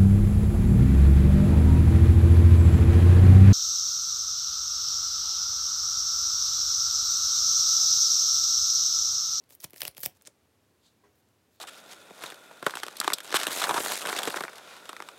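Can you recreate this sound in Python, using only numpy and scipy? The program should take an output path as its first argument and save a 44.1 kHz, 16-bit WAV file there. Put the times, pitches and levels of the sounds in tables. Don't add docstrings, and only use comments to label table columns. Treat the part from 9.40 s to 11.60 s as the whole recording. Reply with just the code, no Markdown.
import sys
import numpy as np
from scipy import signal
from scipy.fft import rfft, irfft, next_fast_len
from scipy.io import wavfile

SR = 44100
rng = np.random.default_rng(int(sys.argv[2]) if len(sys.argv) > 2 else 0)


def generate_wav(sig):
    pcm = np.round(np.clip(np.atleast_2d(sig).T, -1, 1) * 32767).astype(np.int16)
    wavfile.write(sys.argv[1], SR, pcm)


N = 97020


def amp(db):
    return 10 ** (np.asarray(db) / 20)


def unit_rms(x):
    return x / np.sqrt(np.mean(x ** 2) + 1e-20)


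def unit_energy(x):
    return x / np.linalg.norm(x)


def along(points, hz):
    point_hz, value = np.transpose(points)
    return np.interp(np.log(hz + 1), np.log(point_hz + 1), value)


def filtered(x, response):
    size = next_fast_len(N + SR // 2)
    hz = np.fft.rfftfreq(size, 1 / SR)
    return irfft(rfft(x, size) * response(hz), size)[:N]


def coloured(x, spectrum):
    return unit_rms(filtered(x, lambda hz: amp(along(spectrum, hz))))


def add(out, start_s, x):
    part = out[max(round(start_s * SR), 0):][:len(x)]
    part += x[:len(part)]


# (relative, per Hz)
AIR_SPECTRUM = [(25, -47), (50, -18.5), (84, 2.5), (125, -2.5), (170, -6.5), (230, -3.5), (400, -5.5),
                (650, -10.5), (900, -13.5), (1400, -16.5), (2800, -19.5), (5000, -22.5), (8000, -25),
                (12000, -26), (16000, -30)]
AIR_DB = -68.5


def room_air():
    return amp(AIR_DB) * coloured(rng.standard_normal(N), AIR_SPECTRUM)


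def burst(life_s, size=4096):
    decay = np.exp(-np.arange(size) / SR / life_s)
    return unit_energy(rng.standard_normal(size) * decay)


BEND_LAG_1KHZ_S, BEND_POWER = 0.000596, 1.01
PATCH_HALF_WIDTH_OCTAVES = 0.26


def bend(push, spectrum, bright_db_per_octave=0, patch_hz=None, patch_db=0, size=8192):
    hz = np.fft.rfftfreq(size, 1 / SR)
    khz = np.maximum(hz, 70) / 1000
    level_db = along(spectrum, hz) + bright_db_per_octave * np.log2(np.maximum(khz, 1))
    if patch_hz:
        octaves_off = np.log2((hz + 1) / patch_hz)
        level_db = level_db + patch_db / (1 + (octaves_off / PATCH_HALF_WIDTH_OCTAVES) ** 2)
    cepstrum = irfft(np.log(amp(level_db)))
    cepstrum[1:size // 2] *= 2
    cepstrum[size // 2 + 1:] = 0
    lag_rad = 2 * np.pi * np.cumsum(BEND_LAG_1KHZ_S / khz ** BEND_POWER) * SR / size
    response = np.exp(rfft(cepstrum) - 1j * lag_rad)
    return unit_energy(irfft(rfft(push, size) * response)[:size // 2])


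# (relative, per Hz)
BODY_SPECTRUM = [(25, -50), (60, -26.5), (150, -10), (330, -5.5), (550, 3.5), (760, -4), (900, -3),
                 (1400, -9), (2500, -32.5), (8000, -50.5)]
LEAD_LIFE_S, LEAD_DB, LEAD_SAMPLES = 0.00078, -3.5, 256
FIBRE_LIFE_S, FIBRE_DB = 0.00082, -6
RING_LIFE_S, RING_DB = 0.0072, -10.5
SPRAY_DB_PER_DB, SPRAY_FULL_DB = 0.092, -8


def click(energy_db, spectrum, bright_db_per_octave, body_db, patch_hz=None, patch_db=0):
    spray = amp(SPRAY_DB_PER_DB * (energy_db - SPRAY_FULL_DB))
    before = spray * amp(LEAD_DB) * burst(LEAD_LIFE_S, size=LEAD_SAMPLES)[::-1]
    after = spray * amp(FIBRE_DB) * burst(FIBRE_LIFE_S) + amp(RING_DB) * burst(RING_LIFE_S)
    after[0] = 1
    push = unit_energy(np.concatenate([before, after]))
    crack = bend(push, spectrum, bright_db_per_octave, patch_hz, patch_db)
    body = amp(body_db) * bend(push, BODY_SPECTRUM)
    return amp(energy_db) * (crack + body)


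# push_s, energy_db, bright_db_per_octave (above 1 kHz), body_db (re crack), patch_hz, patch_db
SNAPS = [(0.0394, -42, 0, -20, 4200, 9), (.093, -39, 1.5, -12, 12500, 2),
         (0.1064, -31.5, -1, -7, 11700, 5.5), (0.1238, -37.5, -3, -2, 7500, 29),
         (0.1509, -24.5, 11, -38, 11300, 6), (0.2024, -28.5, 3.5, -39, 6300, 21),
         (.2055, -26, 1, -42, 4560, 9), (.213, -29.5, 3, -27, 11840, 1), (0.2199, -29, 7, -22, 9500, 3),
         (0.2421, -15, 2.5, -6.5, 3080, 10), (0.245, -19, -2.5, -8.5, 6000, 11),
         (.2477, -19, -1.5, -27, 11000, 5.5), (.299, -38, 2.5, -20, 11040, -6),
         (.307, -29.5, 1, -26, 14100, 9), (0.3337, -27, 1, -2.5, 2240, 6), (0.3426, -30, 0, -11, 12900, -5),
         (.362, -25.5, 1.5, -8.5, 2000, 8.5), (.374, -28, 4, -23, 12000, -1),
         (0.3809, -26, 0, -30, 6000, 9), (0.4057, -17, -1, -18, 12470, 9), (.408, -14, 2, -25, 6400, 5),
         (0.4184, -4.5, -2, -16, 2700, 3), (0.4308, -18, 3.5, -4, 2490, 18),
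         (0.4338, -13.5, 5.5, -26, 13500, 11), (0.4524, -9, 2.5, -12, 2910, 10.5),
         (0.475, -20, 1, -28, 15000, -1), (0.4797, -8, 3, -14.5, 2700, -1),
         (.513, -35.5, 1, -19.5, 11000, 3), (0.5489, -34, -0.5, -29, 12000, 2),
         (0.5693, -24.5, -1.5, -11.5, 3013, 12), (.580, -18, 1.5, -10.5, 12500, 5),
         (.594, -29, 4.5, -20, 14000, 3), (0.6048, -18, 2, -37, 13500, 21),
         (.611, -22, 4, -27.5, 13500, 13), (0.618, -23, 10, -32, 13100, 12),
         (0.6339, -8, 2, -15.5, 2630, 1.5), (.648, -25, 4.5, -12.5, 12000, 3),
         (0.652, -32, 8, -30, 13500, 6), (0.655, -14.5, -3, -26, 5370, 31),
         (0.6598, -12.5, -2, -25, 7500, 21), (0.6607, -2, -1, -14.5, 14940, 11.5)]
# (relative, per Hz)
CRACK_SPECTRUM = [(300, -46.5), (1400, -15.5), (1750, 2), (3000, 2.5), (3700, -0.5), (5400, 1),
                  (6800, -8.5), (9000, 0), (12000, 0.5), (15800, -2), (18000, -38)]
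# freq_hz, level_db (relative), t60_s
SHEET_MODES = [(533, -3.5, 0.15), (729.3, -2, 0.12), (2060, -6, .06), (3050, 2, .08)]
SHEET_DB = -23
MODE_SCATTER_DB, MODE_SCATTER_RATIO = 2, 0.0091


def sheet_ring():
    t = np.arange(SR // 5) / SR
    ring = np.zeros(len(t))
    for freq_hz, level_db, t60_s in SHEET_MODES:
        level = amp(level_db + MODE_SCATTER_DB * rng.normal() - 60 * t / t60_s)
        mode_hz = freq_hz * (1 + MODE_SCATTER_RATIO * rng.normal())
        ring += level * np.sin(2 * np.pi * mode_hz * t)
    return unit_energy(ring)


def snaps():
    out = np.zeros(N)
    for push_s, energy_db, bright_db_per_octave, body_db, patch_hz, patch_db in SNAPS:
        crack = click(energy_db, CRACK_SPECTRUM, bright_db_per_octave, body_db, patch_hz, patch_db)
        add(out, push_s - LEAD_SAMPLES / SR, crack)
        add(out, push_s, amp(energy_db + SHEET_DB) * sheet_ring())
    return out


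# release_s, buildup_s, final_db, swell_db, bright_db_per_octave (above 1 kHz)
DRAGS = [(0.155, 0.055, -55.5, 4, 0.5), (0.2441, 0.021, -35.5, 26.5, -1.5), (.409, 0.054, -49, 4.5, 0.5),
         (0.479, 0.051, -46, 7.5, -3), (0.581, 0.015, -48, 9.5, 0.5), (.633, 0.067, -49.5, 15.5, 1.5),
         (0.642, .009, -35, -1.5, 2), (0.663, 0.022, -33, 7.5, 1), (0.773, 0.023, -66, 4, -3.5),
         (0.877, 0.02, -60.5, 24, -5), (1.81, .06, -76, 1, 5.5), (2.163, 0.057, -70.5, 10, 0.5)]
# (relative, per Hz)
DRAG_SPECTRUM = [(100, -17.5), (600, -5.5), (1300, -9), (2000, -5.5), (3800, -2), (5400, -0.5), (7000, 1),
                 (9500, -1.5), (13000, 3), (16000, -1)]
SLIPS_PER_S, SLIP_SPREAD_DB = 6000, 6.5
GRIP_PER_S, GRIP_SPREAD_DB = 350, 3
EDGE_FADE_S = 0.0016


def drags():
    out, t = np.zeros(N), np.arange(N) / SR
    for release_s, buildup_s, final_db, swell_db, bright_db_per_octave in DRAGS:
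        outside_s = np.maximum(release_s - buildup_s - t, 0) + np.maximum(t - release_s, 0)
        swell = amp(final_db + swell_db * np.minimum((t - release_s) / buildup_s, 0))
        knots = rng.standard_normal(int(N * GRIP_PER_S / SR) + 2)
        grip = amp(GRIP_SPREAD_DB * np.interp(t * GRIP_PER_S, np.arange(len(knots)), knots))
        slip_here = rng.random(N) < SLIPS_PER_S / SR
        slip_size = amp(SLIP_SPREAD_DB * np.clip(rng.standard_normal(N), -2, 2))
        slips = slip_here * slip_size * np.sign(rng.standard_normal(N))
        spectrum = [(hz, db + bright_db_per_octave * np.log2(max(hz / 1000, 1)))
                    for hz, db in DRAG_SPECTRUM]
        out += swell * np.exp(-outside_s / EDGE_FADE_S) * grip * coloured(slips, spectrum)
    return out


# start_s, energy_db, pitch_hz
FLAPS = [(.2425, -21.5, 138), (.334, -25.5, 400), (.419, -30, 150), (.432, -32, 120), (.4795, -24, 124),
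         (0.582, -31.5, 150), (.635, -28.5, 170), (0.6627, -20.5, 126)]
FLAP_Q, FLAP_TOP_HZ = 1.5, 604
WOBBLE_LIFE_S, WOBBLE_DB = 0.015, -11


def flaps():
    out, hz = np.zeros(N), np.geomspace(20, 16000, 60)
    for start_s, energy_db, pitch_hz in FLAPS:
        push = amp(WOBBLE_DB) * burst(WOBBLE_LIFE_S)
        push[0] = 1
        resonance = 1 + (FLAP_Q * (hz / pitch_hz - pitch_hz / hz)) ** 2
        top_cut = 1 + (hz / FLAP_TOP_HZ) ** 4
        thump_db = -10 * np.log10(resonance * top_cut)
        add(out, start_s, amp(energy_db) * bend(push, np.column_stack([hz, thump_db])))
    return out


# push_s, energy_db, bright_db_per_octave (above 1 kHz), body_db (re tick)
TAPS = [(0.8125, -36.5, -5.5, -7), (.822, -33.5, 17, -12), (.852, -34, -2, -13), (0.8586, -32, 1, -25),
        (0.865, -30.5, -2.5, -9.5), (0.8679, -32, -4.5, -14), (0.8723, -21, 1.5, -24),
        (0.8745, -22, -0.5, -16), (0.8783, -31.5, -6, 2), (1.8883, -50.5, 9, -20)]
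# (relative, per Hz)
TAP_SPECTRUM = [(300, -29), (1400, -5), (2500, -3), (4000, -0.5), (5800, 2), (7800, 2), (10000, -5.5),
                (15500, -14), (18000, -50)]


def taps():
    out = np.zeros(N)
    for push_s, energy_db, bright_db_per_octave, body_db in TAPS:
        tick = click(energy_db, TAP_SPECTRUM, bright_db_per_octave, body_db)
        add(out, push_s - LEAD_SAMPLES / SR, tick)
    return out


# middle_s, half_length_s, peak_db
STROKES = [(1.464, 0.023, -64), (2.18, .06, -76)]
# (relative, per Hz)
SKIN_SPECTRUM = [(300, -14), (2700, -15), (3500, 1), (4300, -1.5), (5300, -10), (7200, -7.5), (10000, -17),
                 (16000, -27)]


def smoothing():
    t = np.arange(N) / SR
    level = np.zeros(N)
    for middle_s, half_length_s, peak_db in STROKES:
        level += amp(peak_db) / (1 + ((t - middle_s) / half_length_s) ** 2)
    return level * coloured(rng.standard_normal(N), SKIN_SPECTRUM)


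# freq_hz, level_db (relative), t60_s
KNOCK_MODES = [(411, 2.5, 0.17), (1000, 4, 0.1), (1100, -6, 0.17), (1610, -12, 0.16), (1930, -8.5, .14)]
# (relative, per Hz)
KNOCK_SPECTRUM = [(100, -30), (350, -3.5), (1100, -10), (2000, -13), (3000, -25.5), (6000, -22.5),
                  (12000, -44)]
KNOCK_S, KNOCK_DB, KNOCK_RISE_S = 1.631, -56, 0.0084
WASH_DB, WASH_T60_S = -3, 0.24


def knock():
    t = np.maximum(np.arange(N) / SR - KNOCK_S, 0)
    ring = np.zeros(N)
    for freq_hz, level_db, t60_s in KNOCK_MODES:
        ring += amp(level_db - 60 * t / t60_s) * np.sin(2 * np.pi * freq_hz * t)
    wash = amp(WASH_DB - 60 * t / WASH_T60_S) * coloured(rng.standard_normal(N), KNOCK_SPECTRUM)
    attack = (1 - np.exp(-t / KNOCK_RISE_S)) ** 2
    return amp(KNOCK_DB) * (ring + wash) * attack


# freq_hz, t60_s
ROOM_DECAY = [(100, 0.13), (600, 0.18), (2000, 0.22), (6000, .15), (15000, 0.13)]
# freq_hz, level_db
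ROOM_LEVEL = [(100, -12.5), (600, -12.5), (2000, -18.5), (6000, -16.5), (15000, -18)]
ROOM_DELAY_S = 0.004


def room(x):
    hz, t, noise = signal.stft(rng.standard_normal(SR // 2), SR, nperseg=256)
    decay = amp(-60 * t / along(ROOM_DECAY, hz)[:, None])
    tail = unit_energy(signal.istft(noise * decay, SR, nperseg=256)[1])
    out = np.zeros(N)
    add(out, ROOM_DELAY_S, signal.fftconvolve(x, tail))
    return filtered(out, lambda f: amp(along(ROOM_LEVEL, f)))


def scene():
    direct = snaps() + drags() + flaps() + taps() + smoothing() + knock()
    return (direct + room(direct) + room_air())[None]


LOW_CUT_HZ, TOP_HZ = 53, 16100


def record(dry):
    low_cut = signal.butter(3, LOW_CUT_HZ, "highpass", fs=SR, output="sos")
    thin = signal.sosfilt(low_cut, dry[0])
    return filtered(thin, lambda hz: hz < TOP_HZ)[None]


dry = scene()
out = record(dry)
generate_wav(out)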